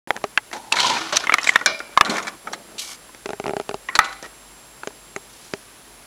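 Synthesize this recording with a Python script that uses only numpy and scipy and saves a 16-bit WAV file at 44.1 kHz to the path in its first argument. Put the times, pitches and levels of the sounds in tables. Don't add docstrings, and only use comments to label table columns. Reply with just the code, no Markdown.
import sys
import numpy as np
from scipy import signal
from scipy.fft import rfft, irfft
from scipy.io import wavfile
from scipy.ndimage import uniform_filter1d

SR = 44100
rng = np.random.default_rng(int(sys.argv[2]) if len(sys.argv) > 2 else 0)


def put_to_file(sound):
    columns = np.atleast_2d(sound).T
    safe = np.clip(columns, -1, 1)
    whole_steps = np.round(safe * 32767)
    wavfile.write(sys.argv[1], SR, whole_steps.astype(np.int16))


def magnitude_from_level(level_db):
    exponent = np.asarray(level_db, float) / 20
    return 10 ** exponent


N = 267598


def evened(x):
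    return x / np.sqrt(np.mean(x ** 2) + 1e-20)


def peaked(x):
    return x / np.max(abs(x))


def add(mix, s, sound):
    part = mix[round(s * SR):][:len(sound)]
    part += sound[:len(part)]


def coloured(x, points):
    f, db = np.transpose(points)
    hz = np.fft.rfftfreq(len(x), 1 / SR)
    gain = magnitude_from_level(np.interp(np.log(hz + 1), np.log(f + 1), db))
    return evened(irfft(rfft(x) * gain, len(x)))


def resonate(x, hz, width):
    r = np.exp(-np.pi * width / SR)
    poles = [1, -2 * r * np.cos(2 * np.pi * hz / SR), r * r]
    return evened(signal.sosfilt([[1, 0, 0, *poles], [1, 0, -1, *poles]], x))


def ring(modes, t, phases=0):
    hz, db, t60 = np.transpose(modes)[:, :, None]
    return (magnitude_from_level(db - 60 * t / t60) * np.sin(2 * np.pi * hz * t + phases)).sum(0)


def fading(t, t60, rise):
    return magnitude_from_level(-60 * t / t60) * (1 - np.exp(-t / rise))


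# (f/Hz, level/dB, t60/s)
LID_MODES = [(850, -3.5, 0.09), (1180, 4.5, 0.055), (1470, 21, 0.0094), (1803, 5, 0.056), (2140, -6, 0.11),
             (2450, -4.5, 0.075), (2900, -23, 0.018)]
# (f/Hz, level/dB per Hz)
CRACK_SPECTRUM = [(1470, -28), (2500, -28), (3750, 5.5), (4890, -7), (5830, 0.5), (11100, -19.5),
                  (15500, -50)]
# (f/Hz, level/dB per Hz)
BODY_RUMBLE = [(35, -75), (60, -44), (211, -3), (314, 3), (456, 0), (670, 2.5), (900, -4.5), (1170, -18),
               (1980, -120)]


def knock(db, hz, crack_db, thud_db, t60, noise, luck):
    t = np.arange(len(noise[0])) / SR
    panel = ring([(hz, 0, 0.61 * t60), (1.463 * hz, -5, 0.29 * t60), (0.83 * hz, -8, 0.13 * t60)], t)
    near = []
    for (f, level, mode_t60), u, v in zip(LID_MODES, luck[0], luck[1]):
        octaves_off = abs(np.log2(f / hz))
        near.append((f * (1 + 0.16 * (u - .5)), level - 3.7 * octaves_off - 2.7 * v, mode_t60 * t60 / 0.15))
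    lid = ring(near, t, 2 * np.pi * luck[2][:, None])
    rattle = coloured(noise[2], [(300, -40), (0.5 * hz, -6), (hz, 0), (1.7 * hz, -6), (5500, -30)])
    rattle = rattle * magnitude_from_level(-60 * t / (1.94 * t60))
    body = (panel + magnitude_from_level(-5.0) * lid + magnitude_from_level(-20.0) * rattle) * (1 - np.exp(-t / 0.0015))
    crack = coloured(noise[0], CRACK_SPECTRUM) * fading(t, 0.59 * t60, 0.000067)
    thud = coloured(noise[1], BODY_RUMBLE) * fading(t, 2.0 * t60, 0.000097)
    blow = peaked(body) + magnitude_from_level(crack_db + 2.5) * peaked(crack) + magnitude_from_level(thud_db) * peaked(thud)
    return magnitude_from_level(db + 0.5) * blow


# (t/s, peak level/dB, panel f/Hz, crack level/dB re peak, ring t60/s)
CRISP_BLOWS = [(0.105, -3.5, 817, -22, 0.01), (0.164, -16.5, 1700, -9, 0.0084),
               (0.3749, -1, 1610, -16.5, 0.019), (0.513, -27, 1880, -12, 0.026),
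               (0.72, -14.5, 890, -13, 0.089), (0.966, -18, 1590, -13, 0.16),
               (1.238, -18, 1465, -11, 0.059), (1.269, -10.5, 2120, -18, 0.03),
               (1.294, -2.5, 2080, -25, 0.029), (1.339, 1, 1287, -6.5, 0.022),
               (1.383, -7, 2055, -16, 0.045), (1.442, -20, 2140, 2, 0.04), (1.659, -4.5, 1498, -1.5, 0.045),
               (1.802, -16.5, 1400, -21, 0.052), (1.974, -7, 1210, -14, 0.078), (2.01, -2, 1180, -9, 0.03),
               (2.158, -20, 2190, -31.5, 0.09), (2.269, -19, 2300, -7.5, 0.11),
               (2.471, -18, 1270, -19, 0.048), (3.146, -31.5, 2190, -6, 0.014),
               (3.886, -14.5, 1940, -17, 0.03), (3.989, 4.5, 1238, -10, 0.022),
               (4.259, -31, 1900, -6, 0.036), (4.8335, -27, 800, -9, 0.03)]
# (t/s, peak level/dB, panel f/Hz, thud level/dB re peak, ring t60/s)
BLUNT_TOUCHES = [(0.073, -27, 1010, -3, 0.01), (.155, -38, 1000, 7.5, 0.058),
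                 (0.173, -22.5, 920, -26, 0.011), (0.216, -35, 990, -6, 0.01), (.239, -15, 1144, -36, 0.02),
                 (1.3208, -4, 2290, -15.5, 0.026), (1.344, -12, 1300, -30, 0.035),
                 (1.472, -2.5, 2370, -60, 0.011), (1.492, -2.5, 1980, -60, 0.022),
                 (1.5568, -2, 1870, -63, 0.027), (1.588, -29, 3520, -25, 0.041),
                 (1.611, -14.5, 1460, -14, 0.072), (1.891, -38, 400, 5, 0.016),
                 (1.968, -29, 1310, -6, 0.011), (2.093, -25, 1180, -2, 0.06),
                 (3.091, -36, 1015, -13, 0.086), (3.4575, -43, 850, -8, 0.0071),
                 (3.962, -26, 950, -6, 0.06), (3.927, -39, 1300, -6, 0.055), (4.226, -26, 480, -5.5, 0.043),
                 (4.905, -36, 990, -5, 0.028), (5.179, -40, 1030, -15, 0.02)]
THUD_DB, THUD_GROWTH = -27, 0.29
BLUNT_CRACK_DB = -23.5


def knocks():
    rows = []
    for s, db, hz, crack_db, t60 in CRISP_BLOWS:
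        rows.append((s, db, hz, crack_db, THUD_DB - (1 - THUD_GROWTH) * db, t60))
    for s, db, hz, thud_db, t60 in BLUNT_TOUCHES:
        rows.append((s, db, hz, BLUNT_CRACK_DB, thud_db, t60))
    out = np.zeros(N)
    noises = rng.standard_normal((len(rows), 3, 6144))
    lucks = rng.random((len(rows), 3, len(LID_MODES)))
    for (s, *how), noise, luck in zip(rows, noises, lucks):
        add(out, s + 0.000821, knock(*how, noise, luck))
    return out


# (t/s, peak level/dB, f/Hz, t60/s)
PART_PINGS = [(0.1064, 1.5, 1910, 0.0061), (0.375, -3, 2665, 0.015), (0.3757, -14, 3100, 0.014),
              (0.3754, -20, 4420, 0.016), (0.7238, -5.5, 2650, 0.026), (0.7692, -12, 2230, .02),
              (.7872, -9, 4010, 0.014), (0.802, -9, 3150, .01), (0.8495, -15, 3120, 0.025),
              (1.2698, -36, 3220, .03), (1.295, -7, 1300, 0.031), (1.322, -22, 3220, .03),
              (1.3398, 2, 2200, 0.018), (1.385, -17, 2540, .05), (1.473, -16, 3860, 0.018),
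              (1.4915, 1, 2140, 0.014), (1.492, -22, 3950, 0.022), (1.5575, -9, 3570, 0.023),
              (1.968, -18, 1390, 0.017), (2.012, -21, 2910, 0.065), (.3752, -10, 2015, 0.026),
              (.3752, -12.5, 3360, 0.0098), (.73, -23, 932, 0.086), (.7872, -14.5, 950, 0.041),
              (.7872, -13.5, 2200, 0.031), (.8033, -0.5, 4250, 0.0075), (.8033, -9, 5960, .006),
              (.845, -12, 1020, 0.055), (.906, -19.5, 878, 0.092), (.9675, -17, 2480, 0.031),
              (.9675, -25, 4220, .03), (1.167, -4, 5900, 0.022), (1.169, -11, 6500, 0.015),
              (4.8335, -29, 2600, 0.017), (4.8733, -20, 6500, 0.0055), (5.1632, -18, 6750, .006),
              (5.5365, -16, 4400, 0.0051), (2.05, -20, 4080, 0.018), (2.056, -18, 4050, 0.017),
              (2.159, -24, 2180, .06), (3.4582, -5.5, 875, 0.0052), (3.888, -22, 1050, 0.05),
              (3.953, -31, 319, 0.09), (3.953, -25, 2410, .04), (3.9525, -12, 4600, 0.012),
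              (3.99, -3.5, 1897, 0.04)]
# (t/s, peak level/dB, f/Hz, t60/s)
HANDLE_SLAMS = [(1.9747, 5, 1087, 0.022), (1.9746, -4, 3780, .01), (1.9746, -10, 4600, 0.0081),
                (1.9748, -4, 2110, .02), (2.0101, 6, 1130, 0.017), (2.0101, 1, 3490, 0.01),
                (2.0098, 0.5, 2590, 0.013), (2.0101, -4.5, 5220, 0.012), (2.01, 2.5, 1700, 0.019),
                (4.834, -13, 1390, 0.0068), (1.9754, -7, 1700, .025), (2.003, -21, 1100, .03),
                (1.9752, -12, 2960, .015)]
# (t/s, peak level/dB, f/Hz, t60/s)
STEEL_RINGS = [(1.661, -35, 587, 0.8), (1.662, -26, 2384, 0.52), (1.66, -42, 4740, 0.6),
               (1.663, -32, 4100, .3), (1.661, -28.5, 2300, 0.55), (1.66, -35, 5070, 0.49),
               (1.661, -43, 5370, .3), (1.662, -29, 1824, 0.32), (3.992, -32, 783, 0.54),
               (3.992, -31, 1100, 0.38), (3.99, -25.5, 1297, 0.38), (3.992, -27.5, 1475, 0.49),
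               (3.992, -34, 2000, 0.46), (3.992, -33, 2000, 0.36), (3.992, -46, 3570, 0.46),
               (3.992, -41, 4020, 0.56), (3.992, -45, 4344, 0.67)]
# (t/s, peak level/dB, f/Hz, t60/s)
SHORT_PINGS = [(.1062, -12, 3240, .008), (.1085, -16.5, 480, 0.029), (.2402, -14, 2300, .006),
               (.2402, -21, 3950, .006), (.384, -28, 850, 0.037), (.7195, -18, 1300, .02),
               (.774, -16, 4300, .012), (.809, -12, 3100, .02), (.869, -16, 6800, .015),
               (1.6598, -8.5, 5940, .02), (1.662, -10.5, 4100, 0.021), (1.667, -14, 2300, .04),
               (1.668, -20, 6700, 0.018), (1.672, -15, 1600, .03), (2.064, -20, 1400, .03),
               (2.074, -23, 750, 0.034), (2.168, -19, 2250, .025), (2.192, -22, 1300, .03),
               (2.7885, -24, 4000, .02), (3.892, -18, 2010, .02), (3.899, -22, 2150, .02),
               (3.9925, -12, 3620, .02), (4.002, -14, 1500, .025), (4.012, -20, 1800, .025),
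               (4.113, -29, 1300, 0.11), (1.5525, -18, 2200, .04), (1.4885, -15, 2000, .02),
               (1.3362, -12, 2000, .015), (1.4322, -11, 5300, .005), (1.468, -12, 2100, .008),
               (2.5275, -22, 5800, .012), (3.9895, -8, 10500, .006)]
PING_RISE_S, FLUTTER_DB = .00025, 4


def pings():
    out, t = np.zeros(N), np.arange(SR // 2) / SR
    rows = PART_PINGS + HANDLE_SLAMS + STEEL_RINGS + SHORT_PINGS
    shakes = rng.standard_normal((len(rows), 64))
    for (s, db, hz, t60), shake in zip(rows, shakes):
        shake = shake - shake[0] * (t60 < .1)
        wander = np.interp(t, np.linspace(0, t[-1], len(shake)), shake)
        flutter = magnitude_from_level(FLUTTER_DB * wander * np.clip(t60 / .1, 0, 1))
        add(out, s, flutter * ring([(hz, db, t60)], t) * (1 - np.exp(-t / PING_RISE_S)))
    return out


# (f/Hz, level/dB per Hz)
SCUFF_HISS = [(1500, -14), (2500, 0.5), (4000, 0.5), (7000, -0.5), (10000, -13), (13000, -22), (16000, -49)]
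# (t/s, peak
# level/dB, centre f/Hz, body level/dB re peak, t60/s)
BRIGHT_SCUFFS = [(0.528, -20, 3800, 6.5, 0.081), (0.563, -27, 5930, 2, 0.059), (0.7225, 1, 4230, -14, 0.026),
                 (0.7665, -12.5, 4430, 1.5, 0.12), (0.7876, -14, 4100, 4.5, 0.057),
                 (0.802, -6, 3250, -3, 0.028), (1.1233, -12, 3900, 3, 0.059), (1.158, -4, 5200, -14, 0.06),
                 (1.1683, 5.5, 4200, -9.5, 0.024), (1.197, -17, 5610, -23, 0.11),
                 (1.4125, -19, 7000, -18, 0.034), (1.4303, -12, 5460, -29, 0.025), (1.47, -10, 7600, -9, 0.15),
                 (1.491, -3.5, 2960, -34, 0.019), (1.535, -18, 3360, -17, 0.072),
                 (1.5575, -5.5, 3950, 9, 0.022), (1.7903, -20.5, 5400, -15, 0.028),
                 (2.048, -12, 4100, -16, 0.016), (2.0537, -16, 3960, 2.5, 0.16),
                 (2.096, -8.5, 4080, -9, 0.086), (2.167, -14, 6450, -2, 0.022),
                 (2.1805, -14, 5400, 5, 0.056), (2.225, -20, 6730, -19, 0.055),
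                 (2.2792, -13, 5600, 2, 0.05), (2.5315, -13, 4100, -1, 0.05),
                 (2.781, -15.5, 4200, -34, 0.2), (3.952, -1.5, 4470, -3.5, 0.05),
                 (4.043, -18.5, 4170, -23, 0.089), (4.126, -20, 4370, -3, 0.035),
                 (4.2254, -19, 6000, -14, 0.019)]


def scuffs():
    out, t = np.zeros(N), np.arange(4096) / SR
    rise = 0.0015
    rows = BRIGHT_SCUFFS
    noise = rng.standard_normal((len(rows), 2, len(t)))
    for (s, db, hz, body_db, t60), (contact, shaking) in zip(rows, noise):
        bright = coloured(contact, SCUFF_HISS) + 0.53 * resonate(contact, hz, 1400)
        body = coloured(shaking, [(400, -15.5), (900, 1.0), (1300, 7.0), (2200, 2.5), (3200, -32)])
        shape = np.clip(t / rise, 0, 1) ** 2 * magnitude_from_level(-60 * np.maximum(t - rise, 0) / t60)
        add(out, s, magnitude_from_level(db - 5.0) * (peaked(bright * shape) + magnitude_from_level(body_db) * peaked(body * shape)))
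    return out


def slide(start, end, from_db, to_db, hiss_db,
          hollow_hz, hollow_db, centre_hz, centre_db, tilt_db, rumble_hz, rumble_db):
    t = np.arange(start - .006, end + 0.0077, 1 / SR)
    smooth, luck = rng.standard_normal((3, SR // 2)), rng.random((3, SR // 2))
    size = np.minimum((1 - luck[0]) ** -.35, 2.4)
    slips = size * (luck[1] < 3000 / SR) * np.sign(luck[2] - .5)
    judder = magnitude_from_level(2. * evened(uniform_filter1d(uniform_filter1d(smooth[2], 250), 250)))
    drive = evened(evened(slips) + smooth[0]) * judder

    lid = signal.oaconvolve(drive, ring(LID_MODES, np.arange(4096) / SR))[:len(drive)]
    wide = coloured(drive, [(500, -10), (900, 7.5), (1500, 9.5), (2300, 10.5), (5000, -33)])
    hollow = resonate(drive, hollow_hz, 220)
    body = magnitude_from_level(hollow_db) * hollow + .5 * evened(lid) + 0.54 * wide

    hiss = coloured(drive, [(1600, -23.0), (3000, -3), (6000, tilt_db),
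                            (12000, 4.23 * tilt_db - 6.5), (16000, 3 * tilt_db - 36)])
    hiss = hiss + magnitude_from_level(centre_db) * resonate(drive, centre_hz, 1600)
    shaking = smooth[1] * judder
    rumble = coloured(shaking, BODY_RUMBLE) + 0.5 * resonate(shaking, rumble_hz, 53)

    contact = evened(body) + magnitude_from_level(hiss_db) * evened(hiss) + magnitude_from_level(rumble_db) * evened(rumble)
    pressure = magnitude_from_level(np.interp(t, [start, end], [from_db, to_db]))
    ends = np.clip(np.minimum(t - t[0], t[-1] - t) / 0.0035, 0, 1)
    return t[0], pressure * contact[:len(t)] * ends


# (start t/s, end t/s, pressure level/dB at start, at end, hiss level/dB re pressure)
POD_STROKES = [
    (.076, .101, -42, -44, -21),
    (.118, .19, -43, -55, -26),
    (.535, .6, -30.5, -43, -8),
    (.6, .712, -44.5, -48, -9),
]
LID_STROKES = [
    (.74, .76, -20, -41, -8.5),
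    (.76, .8, -29, -30, 4),
    (.8, .9, -24.5, -25.5, 3),
    (.9, .975, -21.5, -25, -3),
]
HINGE_STROKES = [
    (1.132, 1.2, -25.5, -38, 1.5),
    (1.2, 1.262, -37.5, -37, -0.5),
    (1.675, 1.76, -26.5, -43, -5),
    (1.76, 1.95, -49, -50, -5.5),
]
RATCHET_STROKES = [
    (1.278, 1.355, -38.5, -40, -7.5),
    (1.355, 1.428, -34.5, -35, -8),
    (1.436, 1.505, -36.5, -35.5, 1.5),
    (1.52, 1.6, -31.5, -35.5, -9.5),
    (1.6, 1.655, -36, -43.5, -5.5),
    (3.905, 3.945, -40, -40, -27),
    (4.235, 4.3, -37, -57, -8),
]
HANDLE_STROKES = [
    (2.025, 2.088, -32.5, -30.5, -22),
    (2.098, 2.2, -25.5, -32.5, -7.5),
    (2.2, 2.35, -32.5, -45.5, -9.5),
]
CASE_STROKES = [
    (2.45, 2.52, -51.5, -53, -6),
    (2.52, 2.62, -46.5, -60.5, -7),
    (2.62, 2.775, -65, -55.5, -7),
]
CHROME_STROKES = [
    (2.795, 2.82, -46.5, -59, 19.4),
    (2.82, 2.885, -45, -47.5, 12),
    (2.896, 2.955, -42, -49, 7),
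    (5.3, 5.45, -70, -64, 14.4),
    (5.45, 5.68, -64, -74, 15),
]
LATCH_STROKES = [
    (.985, 1.118, -29.5, -37.5, -1.5),
    (4.008, 4.09, -31, -31.5, -12),
    (4.09, 4.215, -35.5, -53, -8),
]


def slides():
    surfaces = [
        (POD_STROKES, dict(hollow_hz=890, hollow_db=5, centre_hz=4440, centre_db=-16,
                           tilt_db=-3.0, rumble_hz=348, rumble_db=-4.0)),
        (LID_STROKES, dict(hollow_hz=990, hollow_db=-3.5, centre_hz=4260, centre_db=-10.5,
                           tilt_db=-5.5, rumble_hz=256, rumble_db=-12.5)),
        (HINGE_STROKES, dict(hollow_hz=1580, hollow_db=-17, centre_hz=4250, centre_db=-19,
                             tilt_db=-7.5, rumble_hz=645, rumble_db=-6.0)),
        (LATCH_STROKES, dict(hollow_hz=1290, hollow_db=-14, centre_hz=4230, centre_db=-19.0,
                             tilt_db=-5.5, rumble_hz=710, rumble_db=-17.0)),
        (RATCHET_STROKES, dict(hollow_hz=1900, hollow_db=-6, centre_hz=3700, centre_db=-15,
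                               tilt_db=-4, rumble_hz=460, rumble_db=-17.0)),
        (HANDLE_STROKES, dict(hollow_hz=1180, hollow_db=-13, centre_hz=3900, centre_db=-19,
                              tilt_db=-3.5, rumble_hz=220, rumble_db=-2.5)),
        (CASE_STROKES, dict(hollow_hz=1300, hollow_db=-8.0, centre_hz=5750, centre_db=-1.0,
                            tilt_db=-9, rumble_hz=217, rumble_db=10)),
        (CHROME_STROKES, dict(hollow_hz=2300, hollow_db=-6.0, centre_hz=6500, centre_db=-33,
                              tilt_db=-1.0, rumble_hz=386, rumble_db=-16))]
    out = np.zeros(N)
    for strokes, colour in surfaces:
        for stroke in strokes:
            add(out, *slide(*stroke, **colour))
    return out


# (f/Hz, level/dB, t60/s)
SPRING_MODES = [(651, 0, .4), (2180, -1, .37), (2315, -10, .6), (2902, -6, .33), (3402, -3, .3),
                (3898, -7, .38), (4274, -7, .27), (4850, -7, .4), (5028, -6, .33), (5556, -10, .35),
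                (5809, -12, .35)]
# (t/s, level/dB)
SPRING_TWANGS = [
    (1.661, -28),
    (3.99, -44),
]


def spring():
    out, t = np.zeros(N), np.arange(SR // 2) / SR
    for s, db in SPRING_TWANGS:
        phases = 2 * np.pi * rng.random((len(SPRING_MODES), 1))
        add(out, s, magnitude_from_level(db) * ring(SPRING_MODES, t, phases))
    return out


# (t/s, rms level/dB, centre f/Hz, width f/Hz, t60/s)
STEEL_BUZZES = [
    (1.664, -31.5, 5300, 1300, 0.33),
    (1.664, -31, 3700, 1200, .35),
    (1.68, -33, 1400, 500, .3),
    (4.0, -40, 4000, 700, .5),
    (4.0, -35, 2090, 700, .5),
    (4.09, -39, 1200, 700, .3),
]


def buzzes():
    out, t = np.zeros(N), np.arange(SR // 2) / SR
    noises = rng.standard_normal((len(STEEL_BUZZES), len(t)))
    for (s, db, hz, width, t60), noise in zip(STEEL_BUZZES, noises):
        add(out, s, magnitude_from_level(db) * resonate(noise, hz, width) * fading(t, t60, .004))
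    return out


# (t/s, peak level/dB, f/Hz, t60/s, climb in Hz a second)
HOLLOW_BOOMS = [
    (1.004, -32, 324, 0.44, 64),
    (1.124, -22.5, 565.5, 0.26, 1898),
    (2.093, -13.5, 234, 0.054, -200),
]


def booms():
    out, t = np.zeros(N), np.arange(SR // 4) / SR
    for s, db, hz, t60, climb in HOLLOW_BOOMS:
        tone = np.sin(2 * np.pi * (hz + climb * t / 2) * t)
        add(out, s, magnitude_from_level(db) * fading(t, t60, 0.0015) * tone)
    return out


# (f/Hz, level/dB, t60/s)
HOUSING_MODES = [(220, 2.5, 0.011), (402.7, 5, 0.055), (640, -4, 0.045), (805, -4, 0.044),
                 (700, -28, 0.022), (1360, -3, 0.018)]
# (t/s, peak level/dB, tick level/dB re peak, dry snap level/dB re ring)
GRIP_CREAKS = [(0.242, -7.5, -1.5, -7), (3.2597, -13.5, 1, -27), (3.292, -13.5, -5.5, -19),
               (3.306, -14, -4.5, -11), (3.3336, -14, -2.5, -18), (3.4002, -12, -3, -14),
               (3.442, -16, -0.5, -18), (3.4662, -11, -4, -13), (3.4808, -12.5, -5, -14),
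               (3.4952, -12.5, -3.5, -17), (3.5087, -13, -8, -13), (3.536, -11, -12, -8),
               (3.5679, -9.5, -5, -13), (3.6, -11, -4, -12), (3.613, -30, 4, -5), (3.6936, -12.5, 0, -26),
               (3.7131, -17, -2, -20), (3.744, -12.5, -1, -15), (4.8744, -15.5, 3.5, -15),
               (5.164, -14.5, 4.3, -20), (5.5379, -13, 5.5, -24)]
SNAP_HZ, SNAP_S, SNAP_LAG_S = 694, 0.0016, 0.0013
DETUNE = 0.013


def creaks():
    out, t = np.zeros(N), np.arange(4096) / SR
    noises = rng.standard_normal((len(GRIP_CREAKS), 4096))
    lucks = rng.standard_normal((len(GRIP_CREAKS), len(HOUSING_MODES)))
    load = .0015
    for (s, db, tick_db, snap_db), noise, luck in zip(GRIP_CREAKS, noises, lucks):
        modes = []
        for (f, level, t60), v, u in zip(HOUSING_MODES, luck, luck[::-1]):
            modes.append((f * (1 + DETUNE * u * f / 400), level + v, t60))
        push = ring(modes, abs(t - load), np.pi / 2) * np.clip(t / load, 0, 1) ** 2
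        flex = np.exp(-((t - load - SNAP_LAG_S) / SNAP_S) ** 2)
        snap = np.cos(2 * np.pi * SNAP_HZ * (t - load)) * flex
        push = peaked(push) + magnitude_from_level(snap_db) * snap
        tick = coloured(noise, [(900, 4.5), (1700, -1.0), (2400, 3.5), (3500, -8.0),
                                (5500, -9.5), (8000, -14.0), (15000, -41)])
        tick = tick * (fading(t, 0.0065, 0.00094) + 0.05 * fading(t, 0.038, 0.0018))
        add(out, s - load, magnitude_from_level(db + 0.5) * peaked(push) + magnitude_from_level(db + tick_db - 2.0) * peaked(tick))
    return out


# (t/s, level/dB, t60/s)
LOW_THUMPS = [
    (2.012, -16, 0.0047),
    (3.9898, -18, 0.0093),
]


def thumps():
    out, t = np.zeros(N), np.arange(2048) / SR
    for s, db, t60 in LOW_THUMPS:
        add(out, s, magnitude_from_level(db) * peaked(fading(t, t60, 0.001)))
    return out


def scene():
    near = knocks() + pings() + scuffs() + slides() + spring() + buzzes() + booms() + creaks()
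    bass_cut = signal.butter(2, 130, "high", fs=SR, output="sos")
    return (signal.sosfilt(bass_cut, near) + thumps())[None]


# (f/Hz, level/dB per Hz)
ROOM_AND_HISS = [(25, -27), (48, 2), (76, -18), (120, -3), (160, -8), (210, -5), (400, -6), (1000, -7),
                 (2500, -11.5), (6500, -14.5), (8600, -18), (10300, -8), (12000, -21), (15800, -18.5)]
# (f/Hz, rms level/dB)
HUM_AND_WHINE = [
    (48.4, -64),
    (7560, -56.5),
]
FLOOR_DB = -44.5


def background():
    t = np.arange(N) / SR
    waver = magnitude_from_level(.5 * evened(uniform_filter1d(rng.standard_normal(N), 6000)))
    turned = magnitude_from_level(np.interp(t, [.5, 5.22, 5.35], [-4, 1, -6]))
    lines = np.zeros(N)
    for hz, db in HUM_AND_WHINE:
        lines += np.sqrt(2) * magnitude_from_level(db) * np.sin(2 * np.pi * (hz * t + rng.random()))
    floor = magnitude_from_level(FLOOR_DB - 1.5) * coloured(rng.standard_normal(N), ROOM_AND_HISS)
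    return floor + waver * turned * lines


def band_limit(x):
    return signal.sosfilt(signal.butter(12, 16060, fs=SR, output="sos"), x)


START = .0735


def record(dry):
    power_db = 10 * np.log10(abs(uniform_filter1d(dry[0] ** 2, 400)) + 1e-12)
    fall = np.arange(N) * 90 / SR
    held_db = np.maximum.accumulate(power_db + fall) - fall
    over_db = np.maximum(held_db + 17.0, 0)
    mix = dry + background() / magnitude_from_level(.35 * uniform_filter1d(over_db, 200))
    mix = np.clip(mix, -.97, .97) * (np.arange(N) > START * SR)
    roll_off = signal.butter(4, 14500, fs=SR, output="sos")
    mix = signal.sosfilt(roll_off, mix)
    return band_limit(mix)


dry = scene()
out = record(dry)
put_to_file(out)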